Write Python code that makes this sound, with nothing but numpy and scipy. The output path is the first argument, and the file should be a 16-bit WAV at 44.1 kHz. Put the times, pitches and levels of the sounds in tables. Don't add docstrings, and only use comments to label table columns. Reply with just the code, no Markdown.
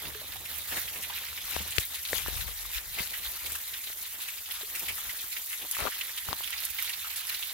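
import sys
import numpy as np
from scipy import signal
from scipy.fft import rfft, irfft, next_fast_len
from scipy.io import wavfile
from scipy.ndimage import uniform_filter1d

SR = 44100
rng = np.random.default_rng(int(sys.argv[2]) if len(sys.argv) > 2 else 0)


def wav_out(sig):
    wavfile.write(sys.argv[1], SR, np.round(np.clip(np.atleast_2d(sig).T, -1, 1) * 32767).astype(np.int16))


N = 332073
LEAD_S = .00005


def amp(db):
    return 10 ** (np.asarray(db) / 20)


def evened(x):
    return x / np.sqrt(np.mean(x ** 2) + 1e-20)


def smoothed_twice(x, width, axis=-1):
    return uniform_filter1d(uniform_filter1d(x, width, axis=axis), width, axis=axis)


def steadied(x, length_s):
    power = uniform_filter1d(x ** 2, max(int(length_s * SR), 2), axis=-1)
    return x / np.sqrt(abs(power) + 1e-20)


def read(points, hz):
    f, value = np.transpose(points)
    return np.interp(np.log(hz + 1), np.log(f + 1), value)


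def curves(rows):
    s, *columns = np.transpose(rows)
    return [np.interp(np.arange(N) / SR, s, column) for column in columns]


def bump(middle_s, length_s):
    position = (np.arange(N) / SR - middle_s) / length_s
    return np.cos(np.pi * np.clip(position, -.5, .5)) ** 2


def sides(pan_db):
    left = amp(pan_db)
    return 2 * np.array([left, np.ones_like(left)]) / (1 + left)


def add(mix, s, sound):
    part = mix[:, round(s * SR):][:, :sound.shape[1]]
    part += sound[:, :part.shape[1]]


def ring(x, hz, width_hz):
    return signal.lfilter(*signal.iirpeak(min(hz, SR / 3), hz / width_hz, SR), x)


def spurts(depth_db, length_s):
    width = max(int(length_s * SR), 2)
    return amp(depth_db * evened(smoothed_twice(rng.standard_normal(N), width)))


def spatter(low_hz, high_hz, per_s, spread_db, cycles, wash_db):
    size = amp(spread_db * np.minimum(rng.exponential(1, (2, N)), 4.2))
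    lands = rng.random((2, N)) < per_s / SR
    clicks = size * rng.standard_normal((2, N)) * lands
    pitches = np.geomspace(low_hz, high_hz, num=8)
    which = rng.integers(0, len(pitches), (2, N))
    rings = sum(ring(clicks * (which == k), hz, hz / cycles) for k, hz in enumerate(pitches))
    blur = ring(rng.standard_normal((2, N)), np.sqrt(low_hz * high_hz), high_hz)
    return evened(rings) + amp(wash_db) * evened(blur)


# pitch in Hz, left over right in dB.
WATER_LEAN = [(60, 6), (110, 9.5), (200, 17), (380, 30), (700, 8), (1290, 3.5), (2380, -2), (4400, 0.5),
              (8120, 2), (15000, -2.5)]
# pitch in Hz, likeness from 0 (none) to 1 (same).
WATER_LIKENESS = [(150, .55), (600, 0.43), (1400, 0.54), (2200, 0.25), (3500, 0.59), (6000, 0.24),
                  (10000, 0), (15000, 0.035)]


def coloured(x, spectrum, patchy_db):
    hz, _, frames = signal.stft(x, SR, nperseg=512, noverlap=384)
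    patches = rng.standard_normal(frames.shape[1:])
    for size, axis in ((8, 0), (10, 1)):
        patches = uniform_filter1d(patches, size=size, axis=axis)
    patches = evened(patches)
    same = np.clip(read(WATER_LIKENESS, hz), -1, 1)[:, None]
    earlier = np.exp(2j * np.pi * hz[:, None] * LEAD_S)
    left = frames[0]
    right = same * left * earlier + np.sqrt(1 - same ** 2) * frames[1]
    gain = amp(read(spectrum, hz)[:, None] + patchy_db * patches)
    frames = np.array([left, right]) * gain * sides(read(WATER_LEAN, hz))[:, :, None]
    return evened(signal.istft(frames, SR, nperseg=512, noverlap=384)[1][:, :N])


# time in seconds, level of the patter in dB, level of the fine spray in dB.
FLOW = [(0.0, -44.5, -43), (0.33, -45, -42), (0.67, -45, -39.5), (1.51, -42, -40), (2.01, -44, -39),
        (2.27, -42, -38.5), (2.52, -44.5, -39), (3.02, -45, -41.5), (3.14, -42, -39), (3.92, -46, -39),
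        (4.61, -47, -41), (5.01, -43, -37), (5.56, -46.5, -38.5), (5.83, -42.5, -39.5), (7.32, -42, -38.5),
        (7.53, -43, -39)]
# pitch in Hz, gain in dB compared with the other rows.
PATTER_COLOUR = [(88, -54), (150, -49.5), (303, -26), (391, -19), (515, -10), (561, -29), (725, -10.5),
                 (1210, -8), (2030, -0.5), (2710, -2), (3690, 1), (5970, -7.5), (9000, -25), (11700, -23),
                 (19800, -120)]
# pitch in Hz, gain in dB compared with the other rows.
SPRAY_COLOUR = [(4120, -11), (7000, -4), (8530, -6.5), (11400, 1), (15200, 3), (16300, -3.5), (16500, -47)]
# time in seconds, left over right of the water in dB.
HEADING = [(0, -2), (1.3, -1), (1.6, 1), (2.3, 1), (3.1, 0.5), (4, -0.2), (5.6, 0.5), (6.2, -2), (6.7, -2),
           (7.53, -2.5)]
# middle in seconds, length in seconds, swell in dB, left over right in dB added to the heading.
GUSHES = [(0.57, 0.18, 3, -1), (0.767, 0.21, 7.5, 2), (1.164, 0.079, 5, -1.5), (1.527, 0.2, 6.5, 2),
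          (1.767, 0.083, 2, -7), (2.163, 0.22, 9, 5.5), (2.394, 0.18, 3, 2), (2.748, .14, 6.5, 0),
          (3.016, 0.2, 7, 2.5), (3.249, 0.086, 4, -1), (3.526, 0.16, 2, 2), (4.558, 0.25, 4.5, 0.5),
          (4.798, 0.21, 2.5, -1.5), (5.326, 0.063, 3, -2), (5.534, 0.13, 3.5, 0), (5.81, 0.27, 5.5, 0.5),
          (6.62, 0.07, 2, -2), (6.703, 0.04, 3, -5), (6.834, 0.18, 4, -2), (7.314, 0.14, 2, 2)]


def trickle():
    patter_db, spray_db = curves(FLOW)
    pan_db, = curves(HEADING)
    swell_db = np.zeros(N)
    for s, length, gush_db, gush_pan_db in GUSHES:
        shape = bump(s, length)
        swell_db += gush_db * shape
        pan_db = pan_db + gush_pan_db * shape
    clumps = evened(spurts(depth_db=0.18, length_s=0.028) * spurts(depth_db=0.94, length_s=0.014))

    coarse = spatter(low_hz=700, high_hz=7550, per_s=1800, spread_db=2.5, cycles=3.06, wash_db=2)
    patter = coloured(coarse, PATTER_COLOUR, patchy_db=2.5) * spurts(depth_db=1.1, length_s=0.032)
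    patter = patter * amp(patter_db + swell_db)

    fine = spatter(low_hz=5800, high_hz=14300, per_s=5000, spread_db=2.0, cycles=5.5, wash_db=-1.5)
    spray = coloured(fine, SPRAY_COLOUR, patchy_db=1.66) * spurts(depth_db=0.85, length_s=0.0082)
    spray = spray * amp(spray_db + 0.77 * swell_db)
    return clumps * sides(pan_db) * (patter + spray)


def shaken(spectrum, same, length_s):
    size = next_fast_len(N)
    gain = amp(read(spectrum, np.fft.rfftfreq(size, 1 / SR)))
    a, b = irfft(rfft(rng.standard_normal((2, size))) * gain, size)[:, :N]
    return steadied(np.array([a, same * a + np.sqrt(1 - same ** 2) * b]), length_s)


# time in seconds, rumble in dB, rustle of skin in dB, deep sway in dB.
GRIP = [(0, -54.5, -54, -82), (.6, -55.5, -58, -70), (1.2, -58, -62.5, -68), (2, -59, -64.5, -80),
        (2.6, -67, -67.5, -54), (3.2, -61.5, -60, -61), (3.8, -66, -64.5, -67), (4.4, -67, -70, -72),
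        (4.9, -64, -57.5, -60), (5.5, -71.5, -73.5, -72), (6.1, -67, -69, -68), (6.45, -63, -71, -68),
        (7, -64, -69, -75), (7.53, -66.5, -66, -69)]
# middle in seconds, length in seconds, rumble in dB, rustle in dB, sway in dB, left over right in dB.
LOW_SWELLS = [(0.07, 0.086, -45.5, -61, -62, 1), (0.726, 0.08, -60, -47.5, -62, 2),
              (0.773, 0.081, -58, -47, -53, -5), (0.96, 0.24, -59, -54.5, -65, -10),
              (1.44, 0.14, -69, -55, -55, 8), (1.61, 0.33, -47, -49.5, -60, 4),
              (1.806, 0.11, -55, -56.5, -55, 36), (2.157, 0.18, -47.5, -49, -50, 24),
              (2.357, 0.42, -44.5, -57, -43, 18), (2.475, 0.18, -60, -60, -45, 28),
              (2.632, 0.36, -59, -74, -48, 27), (2.768, 0.077, -63, -58.5, -40, 28),
              (2.904, 0.16, -53, -76, -54, 24), (3.008, 0.14, -53, -52, -61, -4),
              (3.275, .1, -60, -72, -49, 25), (3.495, 0.24, -53, -58.5, -68, 15),
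              (4.49, .1, -73, -85, -72, 9), (4.913, .15, -56, -59, -66, 19),
              (5.092, 0.14, -57, -79, -62, 26), (5.634, 0.15, -67, -54, -66, 16),
              (5.827, 0.18, -51.5, -65, -52, 18), (6.314, 0.15, -52, -48.5, -58, 1),
              (6.704, .09, -58, -80, -75, 1)]
# pitch in Hz, gain in dB compared with the other rows.
RUMBLE_COLOUR = [(35, -13), (55, -3), (75, 3.5), (105, -9), (160, -13.5), (300, -34)]
# pitch in Hz, gain in dB compared with the other rows.
RUSTLE_COLOUR = [(90, -16), (170, -4), (450, -2), (900, -2.5), (1300, -4), (2000, -21)]
# pitch in Hz, gain in dB compared with the other rows.
SWAY_COLOUR = [(15, -45), (35, 6), (55, 9), (80, -21), (150, -59)]


def grip():
    steady_sides = sides(10)[:, None]
    power = [(amp(db) * steady_sides) ** 2 for db in curves(GRIP)]
    for s, length, *levels_db, pan_db in LOW_SWELLS:
        shape = (bump(s, length) * sides(pan_db)[:, None]) ** 2
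        power = [p + amp(db) ** 2 * shape for p, db in zip(power, levels_db)]
    rumble_level, rustle_level, sway_level = np.sqrt(power)

    rumble = shaken(RUMBLE_COLOUR, same=0.69, length_s=0.25) * spurts(depth_db=-0.5, length_s=0.074)
    sway = shaken(SWAY_COLOUR, same=0.18, length_s=0.051) * spurts(depth_db=1.5, length_s=0.06)
    rustle = shaken(RUSTLE_COLOUR, same=0.76, length_s=0.2) * spurts(depth_db=4.0, length_s=0.02)
    placed_rustle = sides(5.6)[:, None] * rustle_level.mean(axis=0) * rustle
    return rumble_level * rumble + sway_level * sway + placed_rustle


def heading(s):
    return sides(np.interp(s, *np.transpose(HEADING)) - 1.3)[:, None]


# time in seconds, peak of the smack in dB before placing left or right,
# pitch of the smack in Hz, spray in dB against the smack before both are scaled,
# time to fade by 60 dB in seconds.
DROPS = [(0.054, -27.5, 2270, -15, 0.018), (.101, -30, 2070, 3.5, 0.048), (0.146, -29, 1760, -13, 0.03),
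         (0.358, -33, 855, -5, 0.047), (0.452, -28, 2260, 5.5, 0.098), (.68, -31, 1710, 5, 0.29),
         (0.719, -25, 1870, -9, 0.074), (.767, -24, 2020, 3, 0.095), (0.878, -27.5, 2770, -7, .05),
         (0.957, -32, 2640, 5, .07), (1.025, -32, 2780, 11.5, .065), (1.038, -30, 2810, -3, 0.02),
         (1.095, -29, 940, -13, 0.13), (1.121, -30, 1780, -10, 0.045), (1.284, -30, 2230, -14, 0.039),
         (1.378, -29, 2820, -9, .055), (1.519, -30, 2600, -5, 0.054), (1.545, -31, 2400, -6, .05),
         (1.722, -25, 3370, 3, 0.041), (1.8, -28.5, 3600, 9, 0.17), (1.948, -26, 3800, 6, 0.092),
         (2.051, -23, 3600, -3, 0.055), (2.086, -26.5, 3650, -13, .065), (2.27, -28.5, 1850, 2, 0.057),
         (2.407, -23.5, 3630, -8, 0.071), (2.985, -20, 2200, -11, 0.079), (3.133, -24, 2030, -14, 0.13),
         (3.394, -38, 3450, -8, 0.041), (3.459, -26, 3560, 6, 0.076), (3.552, -27, 1690, 4, 0.044),
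         (3.736, -23, 3400, -14, 0.045), (3.838, -28, 4000, 3, 0.076), (3.868, -29, 3600, 2, 0.077),
         (4.053, -30.5, 3470, -8, 0.054), (4.15, -35.5, 2000, -8, .1), (4.201, -27.5, 3610, 3, 0.37),
         (4.28, -26.5, 2330, 3, 0.079), (4.459, -29, 3440, -9, .039), (4.51, -23.5, 3240, -1, .056),
         (4.61, -26, 3580, -1, .065), (4.751, -26, 2440, 7.5, 0.085), (4.794, -32, 2540, 11, .065),
         (4.882, -21, 2390, 1, 0.13), (4.979, -32, 1260, 9, 0.092), (5.093, -25.5, 2040, -7, .087),
         (5.187, -29, 3660, -6, 0.095), (5.323, -28, 3850, 0, 0.084), (5.366, -24, 2280, -17, 0.045),
         (5.505, -29, 2100, -8, 0.095), (5.528, -21, 2160, -9, 0.063), (5.614, -28.5, 3460, 1, 0.15),
         (5.749, -27, 2110, -2, 0.04), (5.917, -26.5, 1940, -11, .07), (6.011, -21, 2760, -11, 0.032),
         (6.175, -23.5, 3400, 3.5, 0.062), (6.435, -22, 3200, 1.5, 0.062), (6.475, -24.5, 2920, 0, 0.034),
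         (6.527, -23, 2100, -5, 0.085), (6.576, -23.5, 4120, -19, 0.14), (6.634, -25, 3780, 0, 0.041),
         (6.786, -21.5, 2120, -8, 0.05), (6.894, -26, 2770, 6, .055), (6.932, -24.5, 3800, -11, 0.062),
         (7.025, -28, 3600, -11, 0.06), (7.042, -30, 1410, -8, 0.11), (7.098, -25.5, 3740, -7, 0.11),
         (7.159, -29, 3700, 10.5, 0.16), (7.295, -20, 3770, -1, 0.043), (7.315, -24, 1970, -12, .07),
         (7.343, -21, 3800, -27, 0.048), (7.422, -22, 3350, -2, 0.1), (7.454, -28, 3620, 1, 0.11)]


def drops():
    out, t = np.zeros((2, N)), np.arange(2800) / SR
    lead_s, rise_s = .0025, .0038
    for s, db, hz, spray_db, t60 in DROPS:
        a, b, c, grit = rng.standard_normal((4, len(t)))
        right = 0.6 * np.roll(a, -round(LEAD_S * SR)) + 0.79 * b
        burst = np.array([a, right]) * amp(7.3 * grit)
        fade = (1 - np.exp(-t / rise_s)) ** 2 * amp(-60 * t / t60)

        narrow_ring = ring(ring(burst, hz, width_hz=0.3 * hz), hz, width_hz=.5 * hz)
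        narrow_ring = steadied(narrow_ring, length_s=0.054)
        splat = ring(ring(burst, 2800, width_hz=920), 2720, width_hz=8700)
        splat = steadied(splat, length_s=0.014)
        hiss = evened(ring(np.array([c, b]), 10900, width_hz=7800))

        smack = fade * (narrow_ring + amp(0.5) * splat)
        level = amp(db) / abs(smack).max()
        add(out, s - lead_s, level * heading(s) * (smack + amp(spray_db) * fade * hiss))
    return out


# time in seconds, click in dB, click pitch in Hz, click length in cycles,
# knock in dB, knock pitch in Hz, time for the knock to fade by 60 dB in seconds, thump in dB,
# left over right in dB. The levels are those before the onsets and the placing left or right.
TICKS_AND_PLOPS = [(.151, -50, 1700, 2.2, -41, 427, 0.14, -60, 4),
                   (.217, -47, 1500, 2.2, -35.5, 620, 0.02, -63, 3),
                   (1.5607, -24, 2780, 2.1, -30, 700, 0.006, -38, 15),
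                   (1.5648, -24, 2480, 1.2, -11, 714, 0.0034, -56, 29),
                   (1.605, -38, 2500, 2.2, -37.5, 194, 0.074, -33, 11),
                   (1.783, -8.5, 2690, 2, -13, 430, 0.008, -17, 43),
                   (2.131, -17.5, 1900, 4.2, -15.5, 486, .011, -32, 5),
                   (2.2614, -28, 1580, 1.8, -25.5, 990, 0.0071, -49, 6),
                   (2.284, -36, 1900, 3.5, -16.5, 450, 0.0052, -40, 31),
                   (2.299, -36, 2530, 2.2, -47, 500, 0.0074, -45, 17),
                   (2.653, -53, 2000, 2.2, -37, 1100, 0.016, -50, 5),
                   (3.004, -39, 2000, 2.2, -30, 168, 0.03, -32, 7),
                   (3.901, -35, 1880, 2, -31, 613, 0.0032, -65, 9),
                   (4.61, -48, 1500, 2.2, -45, 624, 0.041, -60, 9),
                   (4.632, -40, 1490, 2.4, -41.5, 420, 0.058, -62, 10),
                   (5.241, -39, 1500, 2.5, -38, 302, 0.0089, -44, -3),
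                   (5.768, -32, 2600, 2.2, -27, 1240, 0.014, -51, 25),
                   (5.804, -28, 2000, 2.5, -27, 800, .014, -47, 15),
                   (5.818, -31, 2000, 2.8, -39, 900, .008, -28, 9),
                   (5.853, -44, 2000, 2.2, -23.5, 620, 0.018, -44, 27),
                   (5.871, -43, 2000, 2.2, -21, 1150, 0.014, -53, 22),
                   (5.881, -29, 3000, 2.2, -20, 1020, 0.0063, -50, 27),
                   (6.2869, -30, 1440, 3.6, -24.5, 870, .008, -27, 34),
                   (6.3295, -22.5, 4100, 2.5, -11.5, 1060, 0.0048, -52, 21),
                   (6.4073, -54, 2500, 2.2, -25, 1010, 0.0054, -51, 20)]


def ticks_and_plops():
    out, t = np.zeros((2, N)), np.arange(3000) / SR
    push_hz, push_t60_s, push_rise_s = 88, .03, .001
    for s, click_db, click_hz, cycles, knock_db, knock_hz, t60, thump_db, pan_db in TICKS_AND_PLOPS:
        hump = np.sin(np.pi * np.minimum(click_hz * t / cycles, 1)) ** 2
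        tail = 0.21 * amp(-60 * t / 0.0069)
        crack = ring(rng.standard_normal(len(t)), click_hz, width_hz=6300)
        crack = 0.5 * amp(-60 * t / 0.02) * crack
        click = amp(click_db) * (crack - (hump + tail) * np.sin(2 * np.pi * click_hz * t))

        knock_onset = 1 - np.exp(-t * knock_hz * 3.9)
        knock = amp(knock_db - 60 * t / t60) * knock_onset * np.sin(2 * np.pi * knock_hz * t)

        push_onset = 1 - np.exp(-t / push_rise_s)
        push = amp(thump_db - 60 * t / push_t60_s) * push_onset * np.sin(2 * np.pi * push_hz * t)
        add(out, s, sides(pan_db)[:, None] * (click + knock + push))
    return out


# time in seconds, peak in dB before placing left or right,
# pitch in Hz (those above 14700 sound at 14700), left over right in dB.
SNAPS = [(0.5846, -21, 15400, -6), (0.9763, -24, 12500, -11), (1.187, -18.5, 12200, -4.5),
         (1.6775, -23, 12100, -6), (1.708, -20, 8800, 5), (1.766, -21, 7440, 0.5), (1.797, -22, 7400, -3),
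         (1.852, -17, 15100, 0), (2.281, -19, 12200, 6), (3.1757, -23, 12500, -1.5), (3.247, -23, 15400, 6),
         (3.5203, -19, 10500, 1.0), (4.2187, -16, 15200, 1.0), (4.521, -18, 13200, 1),
         (4.795, -19, 13700, 9), (5.7129, -15, 11100, 1.5), (5.803, -17, 11300, 4), (6.037, -21, 11800, -8),
         (6.5054, -20, 11500, -5), (6.6473, -18, 10900, -3), (6.6516, -15, 11700, -4),
         (6.704, -15.5, 15500, -1.5), (6.7474, -20, 15000, -2.0), (6.825, -14, 12800, -3.0),
         (7.27, -21, 11500, -13)]


def snaps():
    out, t = np.zeros((2, N)), np.arange(600) / SR
    for s, db, hz, pan_db in SNAPS:
        fizz = evened(ring(rng.standard_normal((2, len(t))), hz, width_hz=0.22 * hz))
        snap = fizz * (amp(-60 * t / 0.004) + 0.28 * amp(-60 * t / 0.13))
        add(out, s, amp(db) / abs(snap).max() * sides(pan_db)[:, None] * snap)
    return out


# time in seconds, level in dB before placing left or right.
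RUB = [(5.78, -51), (5.795, -37.5), (5.815, -40.5), (5.84, -40.5), (5.853, -35), (5.878, -34.5),
       (5.888, -45), (5.9, -60)]
# pitch in Hz, width of the first filter in Hz (the second is twice as wide), gain in dB.
SHELL = [(450, 670, 9), (746, 880, 9), (1150, 410, 6), (2000, 840, -17)]


def rub():
    out = np.zeros((2, N))
    s, db = np.transpose(RUB)
    t = np.arange(s[0], s[-1], 1 / SR)
    jerks = rng.random(len(t)) < 1500 / SR
    slips = rng.standard_normal(len(t)) * (0.36 + 2.3 * jerks)
    body = sum(amp(gain_db) * ring(ring(slips, hz, width), hz, 2 * width) for hz, width, gain_db in SHELL)
    level = amp(np.interp(t, s, db)) * signal.windows.tukey(len(t), .1)
    add(out, s[0], sides(29.0)[:, None] * level * evened(body))
    return out


def scene():
    return trickle() + grip() + drops() + ticks_and_plops() + snaps() + rub()


def record(dry):
    bass_cut = signal.butter(2, 40, "high", fs=SR, output="sos")
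    treble_cut = signal.firwin(511, 15900, window=("kaiser", 9), fs=SR)
    return signal.oaconvolve(signal.sosfilt(bass_cut, dry), treble_cut[None], "same")


dry = scene()
out = record(dry)
wav_out(out)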